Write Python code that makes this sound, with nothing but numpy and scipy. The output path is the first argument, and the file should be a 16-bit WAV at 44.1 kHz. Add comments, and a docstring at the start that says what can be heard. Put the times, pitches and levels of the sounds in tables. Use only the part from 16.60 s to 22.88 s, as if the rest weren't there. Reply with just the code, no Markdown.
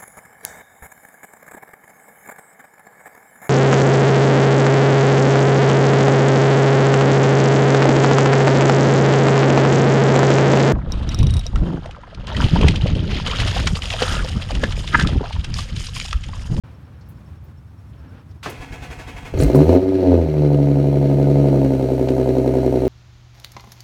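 """Distant traffic, a soft whirr and a faint insect on a paved drive; the microphone is just behind the
tailpipes of a cold V6 car. The starter clacks in and grinds through eight compressions. The engine
catches with a few chuffs, flares, and settles to a loud, booming fast idle: each firing rings the
exhaust pipe, the lowest orders boom in its deep resonances, and the escaping gas rasps and fizzes.
Short echoes scatter between the paving and the floor of the car."""
import sys
import numpy as np
from scipy import signal
from scipy.fft import rfft, irfft
from scipy.io import wavfile
from scipy.ndimage import uniform_filter1d

SR = 44100
rng = np.random.default_rng(int(sys.argv[2]) if len(sys.argv) > 2 else 0)


def transcribe(u):
    """Save the signal u as a 16-bit wav file named by the first command-line argument.

    u: samples, shape (n,) or (channels, n), limited to [-1, 1]; the rate is SR.
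    q: integer samples, one column per channel.
    """
    v = np.clip(np.atleast_2d(u).T, -1, 1)
    q = np.round(v * 32767).astype(np.int16)
    wavfile.write(sys.argv[1], SR, q)


N = 276948
T = np.arange(N) / SR
HZ = np.fft.rfftfreq(N, 1 / SR)


def exhaust(catch_s=2.72):
    """The running engine at the tailpipes: bark, drone and rushing gas follow its speed and load."""
    # engine speed: time_s, firing_rate_hz
    speed = [(2.72, 15.12), (2.8, 42.38), (2.97, 70.94), (3.2, 93.71), (3.3, 95.54), (3.4, 92.8),
             (3.6, 83.54), (3.7, 75.76), (3.95, 71.33), (4.2, 70.11), (4.55, 69.81), (4.78, 70.36),
             (4.95, 68.26), (5.28, 65.08), (5.55, 64.34), (5.98, 64.59), (6.28, 62.51)]
    firing_hz = curves(speed)[0] * (T >= catch_s)
    fired = np.cumsum(firing_hz) / SR  # running count of firings
    pulses, fronts = firings(fired)
    ragged = swell(2.815, .06)  # the first charges burn raggedly
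    layers = bark(pulses, fronts, ragged) + drone(firing_hz, fired) + rush(pulses, ragged)
    return ramp(catch_s, .025) * layers


def firings(fired, idle_drop_s=4.9, jitter=.005):
    """Pulse bodies and fronts, one blow-down per firing: uneven while cold, loping as the idle drops."""
    # cylinders in firing order, before and after the drop: body_db, front_db, late_intervals
    fast_idle = [(-1.1, 1.2, .34), (-1.9, .4, .317), (2.2, -7.5, .338), (2.8, -5.5, .327),
                 (-2.3, -7.5, .33), (-2.8, -9, .361)]
    slow_idle = [(-1, 1.2, .276), (-.4, 2.7, .257), (4.6, -6, .287), (.8, -1.3, .275), (-3.1, -11, .324),
                 (-5.4, -12, .293)]
    # extra hard firings in the flare: time_s, boost_db
    bangs = [(2.9, 10), (2.948, 13), (3.092, 7.5), (3.104, 3.5), (3.425, 11.5), (3.539, 4.5), (3.575, 6),
             (3.742, 3)]
    k = np.arange(int(fired[-1]))
    cylinder = k % len(fast_idle)
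    dropped = np.interp(k, fired, ramp(idle_drop_s, .12))[:, None]
    blend = (1 - dropped) * np.array(fast_idle)[cylinder] + dropped * np.array(slow_idle)[cylinder]
    body_db, front_db, late = blend.T
    timing, strength = rng.standard_normal((len(k), 2)).T
    fire_s = np.interp(k + late + jitter * timing, fired, T)
    extra_db = strength * np.interp(fire_s, [3.0, 3.8], [1.6, .6])  # less scatter as it warms
    for s, db in bangs:
        extra_db[np.argmin(abs(fire_s - s))] += db
    return [np.bincount((fire_s * SR).astype(int), amp(db + extra_db), N)[:N] for db in (body_db, front_db)]


def bark(pulses, fronts, ragged, crossover_hz=560):
    """Pulses and turbulence ring the pipe; steep fronts feed its upper resonances and crack under load."""
    upper = 1 / (1 + (crossover_hz / (HZ + 1)) ** 8)
    edge = amp(2.5 + 3 * ramp(2.9, .083))
    drive = irfft(rfft(pulses) * (1 - upper) + rfft(fronts * edge) * upper, N)
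    turbulence = (.09 + .35 * ragged) * puffs(pulses, decay_s=.018, stream=.98) * noise()
    crack = steady(band(puffs(fronts, decay_s=.00066, stream=0) * noise(), 1300, 1650))
    ring = steady(pipe(steady(drive) + turbulence))
    return load_gain(-17, slope=.98) * ring + load_gain(-66, slope=2.4) * crack


def pipe(x, round_trip_s=.0054, direct=.91, size=8192):
    """The exhaust system rings at its resonances; the silencer swallows what lies above them."""
    # pipe and silencer resonances: pitch_hz, width_hz, gain_db
    modes = [(206.5, 14.3, -4), (275.4, 45.5, 4.5), (344.5, 8, -1), (378.9, 29.5, 5.5), (443.4, 28.4, -5.5),
             (498.4, 35.6, -9), (530, 53, -6), (628.7, 70, -8.5), (721.5, 32, -15.5), (814, 17, -24),
             (890, 59, -19.5), (985, 83, -33)]
    hz = np.fft.fftfreq(size, 1 / SR)
    gain = response(modes, abs(hz)) / (1 + (hz / 1100) ** 8) / (1 + (150 / (abs(hz) + 1)) ** 6) + 1e-5
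    causal = np.exp(signal.hilbert(np.log(gain)).conj())  # minimum phase
    echo = np.exp(-2j * np.pi * hz * round_trip_s)
    bounces = (direct + echo) / (1 + direct * echo)  # these fill the gaps between firings
    ring = np.fft.ifft(causal * bounces).real
    return signal.oaconvolve(x, ring[:size // 2])[:N]


def drone(firing_hz, fired, waver=.028):
    """The three lowest multiples of the firing rate boom as they sweep through deep resonances."""
    # resonances of the whole exhaust: pitch_hz, width_hz, gain_db
    deep_modes = [(54, 5.8, -11), (82.9, 10.8, -17), (143.9, 21, -14)]
    waves = 0
    for k in (1, 2, 3):
        wave = np.cos(2 * np.pi * k * (fired - .45))
        waves += response(deep_modes, k * firing_hz) * wave * (1 + waver * drift(25))
    return np.sqrt(2) * load_gain(.1, slope=.64) * waves


def rush(pulses, ragged):
    """Gas leaves the tailpipes as low gusts, rasp and fizz, lifted by the catch and the open throttle."""
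    # middle and top spectra of the gas jet: frequency_hz, level_db
    rasp_spectrum = [(680, -11), (1150, -3), (1250, 1), (1370, -4), (1500, -2), (1920, -6), (2070, -3),
                     (2390, -4.5), (3320, -10), (3590, -14), (4100, -5), (4830, -15), (5070, -23.5),
                     (5570, -13.5), (7500, -44.5), (9750, -58), (16500, -120)]
    fizz_spectrum = [(3820, -19), (6500, 0), (7450, -3), (9710, -2), (10500, -8), (13300, -4.5),
                     (17000, -12)]
    throttle = ramp(2.76, .04) * (1 - ramp(3.14, .05))
    gust = unit(band(noise(), 36, 174, order=4)) * (amp(-44) + amp(-22) * swell(2.8, .06))
    jet = noise() * amp(1.2 * drift(400))
    jet = jet + amp(-10) * ringing(jet, t60=.015)
    rasp = steady(colour(jet, rasp_spectrum) * puffs(pulses, decay_s=.0068, stream=1))
    spray = colour(jet * amp(1.1 * drift(900)), fizz_spectrum)
    fizz = steady(spray * puffs(pulses, decay_s=.0025, stream=2.7))
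    rasp *= amp(3.85 * throttle + 6.6 * ragged + .6 * drift(12))
    fizz *= amp(9 * throttle + 9 * ragged + 7 * ramp(2.9, 2.4))  # more hiss as the pipes warm up
    return gust + load_gain(-44.5, slope=.4) * rasp + load_gain(-61, slope=.3) * fizz


def puffs(pulses, decay_s, stream):
    """Gas flow: a dying jet after each pulse, over a steady stream."""
    return steady(signal.lfilter([1], [1, -np.exp(-1 / (decay_s * SR))], pulses)) + stream


def load_gain(idle_db, slope):
    """Gain of an exhaust layer, rising by slope dB for each dB of engine load."""
    # how hard the engine works against idle: time_s, load_db
    load = [(2.74, -10), (2.83, -0.5), (2.9, 0), (2.96, 5), (3.02, 7.5), (3.06, -.5), (3.1, 5.5), (3.16, 8),
            (3.21, -0.5), (3.39, 0.8), (3.54, 6), (3.66, -5), (3.73, -6.5), (3.81, -1), (4.3, -2.5),
            (5.0, 1.3), (5.2, -2.5), (5.65, .3)]
    return amp(idle_db + slope * curves(load)[0])


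def starter(puff_delay_s=.0045):
    """Gear rattle swells at every compression and rings the housing, along with a puff of pumped air."""
    # compressions: start_s, relative_gear_db, relative_puff_db
    strokes = [(2.005, -38, -32), (2.117, -36, -29.5), (2.218, -35.5, -34), (2.3, -35.5, -31),
               (2.385, -37.5, -33), (2.47, -36, -31), (2.56, -38.5, -32), (2.648, -36.5, -32.5)]
    # gear noise spectrum: frequency_hz, level_db
    gears = [(150, -16), (260, 4.5), (350, -3.5), (442, 2.5), (551, -6.5), (650, -3), (900, 0),
             (1160, -9.5), (1450, -7), (2520, -19.5), (4700, -22.5), (6590, -22), (13200, -39),
             (17000, -40)]
    # housing resonances against the gear noise: pitch_hz, width_hz, level_db
    housing = [(1680, 34, -38), (2130, 420, -10), (2520, 210, -9.5), (3240, 32, -19), (4140, 100, -32)]
    engaged = ramp(1.85, .0039) * (1 - ramp(2.74, .29))
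    coast = amp(np.interp(T, [1.9, 2.08], [-42, -46]))
    strain = coast + amp(-5.5) * sum(amp(db) * compression(s) for s, db, _ in strokes)
    pump = sum(amp(db) * swell(s + puff_delay_s, .02) for s, _, db in strokes)
    grind = noise() * amp(1.4 * drift(500))
    grind = grind + amp(-5) * ringing(grind, t60=.08)
    ring = sum(amp(db) * unit(band(grind, hz - width / 2, hz + width / 2, order=1))
               for hz, width, db in housing)
    air = amp(-1.5) * steady(band(noise(), 39.7, 62, order=3), size=1500)
    air += amp(-5.5) * steady(band(noise(), 98, 155, order=4), size=1500)
    return engaged * (strain * (colour(grind, gears) + ring) + pump * air)


def compression(start_s, rise_s=.01, hold_s=.032, fall_s=.016):
    """The starter's strain against one compression: attack, hold, release."""
    return ramp(start_s, rise_s) * np.exp(-np.maximum(T - start_s - hold_s, 0) / fall_s)


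def knocks(rise_s=.0049):
    """Solenoid, pinion, first chuffs and small ticks: noise bursts dying away around their own pitch."""
    # bursts: start_s, relative_level_db, decay_s, pitch_hz, width_octaves
    bursts = [(.408, -53, .012, 5000, 0.33), (0.486, -47, 0.013, 13000, 0.44),
              (.838, -54, .012, 14600, .06), (1.327, -56, 0.017, 3000, 0.37),
              (1.709, -50, 0.0062, 4500, 0.41), (1.828, -29, 0.046, 1710, 1.2),
              (1.856, -18.5, 0.012, 960, 1.1), (1.857, -25, 0.044, 303, 1.24),
              (1.895, -33.5, 0.011, 8000, 0.82), (2.788, -28, 0.0067, 6560, 0.15),
              (2.809, -25, 0.0076, 8650, 0.23), (2.832, -16, 0.0033, 7100, 0.67),
              (2.947, -14, 0.0068, 1030, 0.11), (2.947, -30.5, 0.017, 7950, 2),
              (5.485, -20, 0.0045, 2000, 0.96)]
    out, t = np.zeros(N), T[:SR // 4]
    hz = np.fft.rfftfreq(len(t), 1 / SR) + 1
    for start_s, db, decay_s, pitch_hz, octaves in bursts:
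        spectrum = np.exp(-.5 * (np.log2(hz / pitch_hz) / octaves) ** 2)
        burst = unit(irfft(rfft(rng.standard_normal(len(t))) * spectrum, len(t)))
        envelope = (1 - np.exp(-t / rise_s)) * np.exp(-t / decay_s)
        part = out[int(start_s * SR):][:len(t)]
        part += (amp(db - 1) * burst * envelope)[:len(part)]
    return out


def underbody(x, wet_db=-15):
    """Adds scattered echoes between the paving and the floor of the car."""
    return x + amp(wet_db) * band(ringing(x, t60=.076), 200, 15000)


def ringing(x, t60):
    """Dense, quickly dying echoes of metal and hard surfaces."""
    t = T[:SR // 4]
    tail = rng.standard_normal(len(t)) * amp(-60 * t / t60) * (t > .004)
    return signal.oaconvolve(x, tail / np.linalg.norm(tail))[:N]


def traffic(level_db=-39.5):
    """Distant traffic: a low, wavering rumble."""
    # rumble spectrum: frequency_hz, level_db
    spectrum = [(15, -64), (25, -27), (48, -21), (59, -4), (82, 0), (153, -7.5), (185, -13.5), (405, -29.5),
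                (531, -32.5), (734, -33), (1190, -34.5), (2760, -46), (5570, -53), (7310, -55.5),
                (16000, -60)]
    return amp(level_db) * colour(noise(), spectrum) * amp(1.3 * drift(22))


def whirr():
    """A soft whirr comes and goes before the start, with a brief low hum towards its end."""
    # loudness of the whirr: time_s, level_db
    levels = [(0, -48), (.2, -55.5), (.9, -61), (1.28, -90), (1.35, -57.5), (1.58, -49.5), (1.68, -71),
              (1.9, -123)]
    # its spectrum: frequency_hz, level_db
    spectrum = [(150, -28), (250, -2.5), (358, -13), (555, -8), (617, -15), (1080, -15.5), (1270, -16),
                (1650, -16.5), (2020, -25.5), (2400, -22.5), (6000, -39), (7800, -81), (13200, -120)]
    whirring = amp(curves(levels)[0]) * colour(noise(), spectrum) * amp(1.3 * drift(20))
    hum = amp(-57) * swell(1.61, .34, order=4) * unit(band(noise(), 250, 303))
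    return whirring + hum


def insect(pitch_hz=5420, peak_db=-72.5, first_s=.057, period_s=.1027):
    """A faint insect pulses evenly in one narrow, high band."""
    chirps = np.maximum(np.cos(2 * np.pi * (T - first_s) / period_s), 0)
    return amp(peak_db) * unit(band(noise(), pitch_hz - 40, pitch_hz + 40)) * chirps


def amp(db):
    """Decibels to gain."""
    return 10 ** (np.asarray(db) / 20)


def unit(x):
    """Scales to rms 1."""
    return x / np.sqrt(np.mean(x ** 2) + 1e-20)


def steady(x, size=4000):
    """Holds the slow level of x at 1, keeping the beat within it."""
    power = uniform_filter1d(uniform_filter1d(x ** 2, size), size)
    return x / np.sqrt(abs(power) + .01 * np.mean(x ** 2))


def curves(rows):
    """Each column after the first, joined by straight lines in time."""
    times, *columns = np.transpose(rows)
    return [np.interp(T, times, column) for column in columns]


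def ramp(start_s, length_s):
    """Rises from 0 to 1."""
    return np.clip((T - start_s) / length_s, 0, 1)


def swell(centre_s, half_width_s, order=2):
    """A smooth hump around a moment; a higher order flattens its top."""
    return np.exp(-abs((T - centre_s) / half_width_s) ** order)


def noise():
    """White noise."""
    return rng.standard_normal(N)


def drift(hz):
    """Random wander up to about the given rate, at rms 1."""
    return unit(irfft(rfft(noise()) * np.exp(-(HZ / hz) ** 2), N))


def colour(x, points):
    """Gives x a spectrum, at rms 1."""
    hz, db = np.transpose(points)
    gain = amp(np.interp(np.log(HZ + 1), np.log(hz + 1), db))
    return unit(irfft(rfft(x) * gain, N))


def band(x, low_hz, high_hz, order=2):
    """Causal band-pass."""
    return signal.sosfilt(signal.butter(order, [low_hz, high_hz], "band", fs=SR, output="sos"), x)


def response(modes, hz):
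    """Gain of a set of resonances at the given frequencies."""
    return sum(amp(db) / (1 + (2 * (hz - centre) / width) ** 2) for centre, width, db in modes)


def scene():
    """One microphone close behind the car, with the outdoor background beyond."""
    car = underbody(exhaust() + starter() + knocks())
    return (car + traffic() + whirr() + insect())[None]


def record(dry, cutoff_hz=17100):
    """The recorder opens, rounds off the highest peaks and limits the band."""
    x = dry * ramp(.036, .0021)
    x = x / (1 + x ** 8) ** (1 / 8)
    lowpass = signal.firwin(511, cutoff_hz, window=("kaiser", 9), fs=SR)
    return signal.oaconvolve(x, lowpass[None], "same")


dry = scene()
out = record(dry)
transcribe(out)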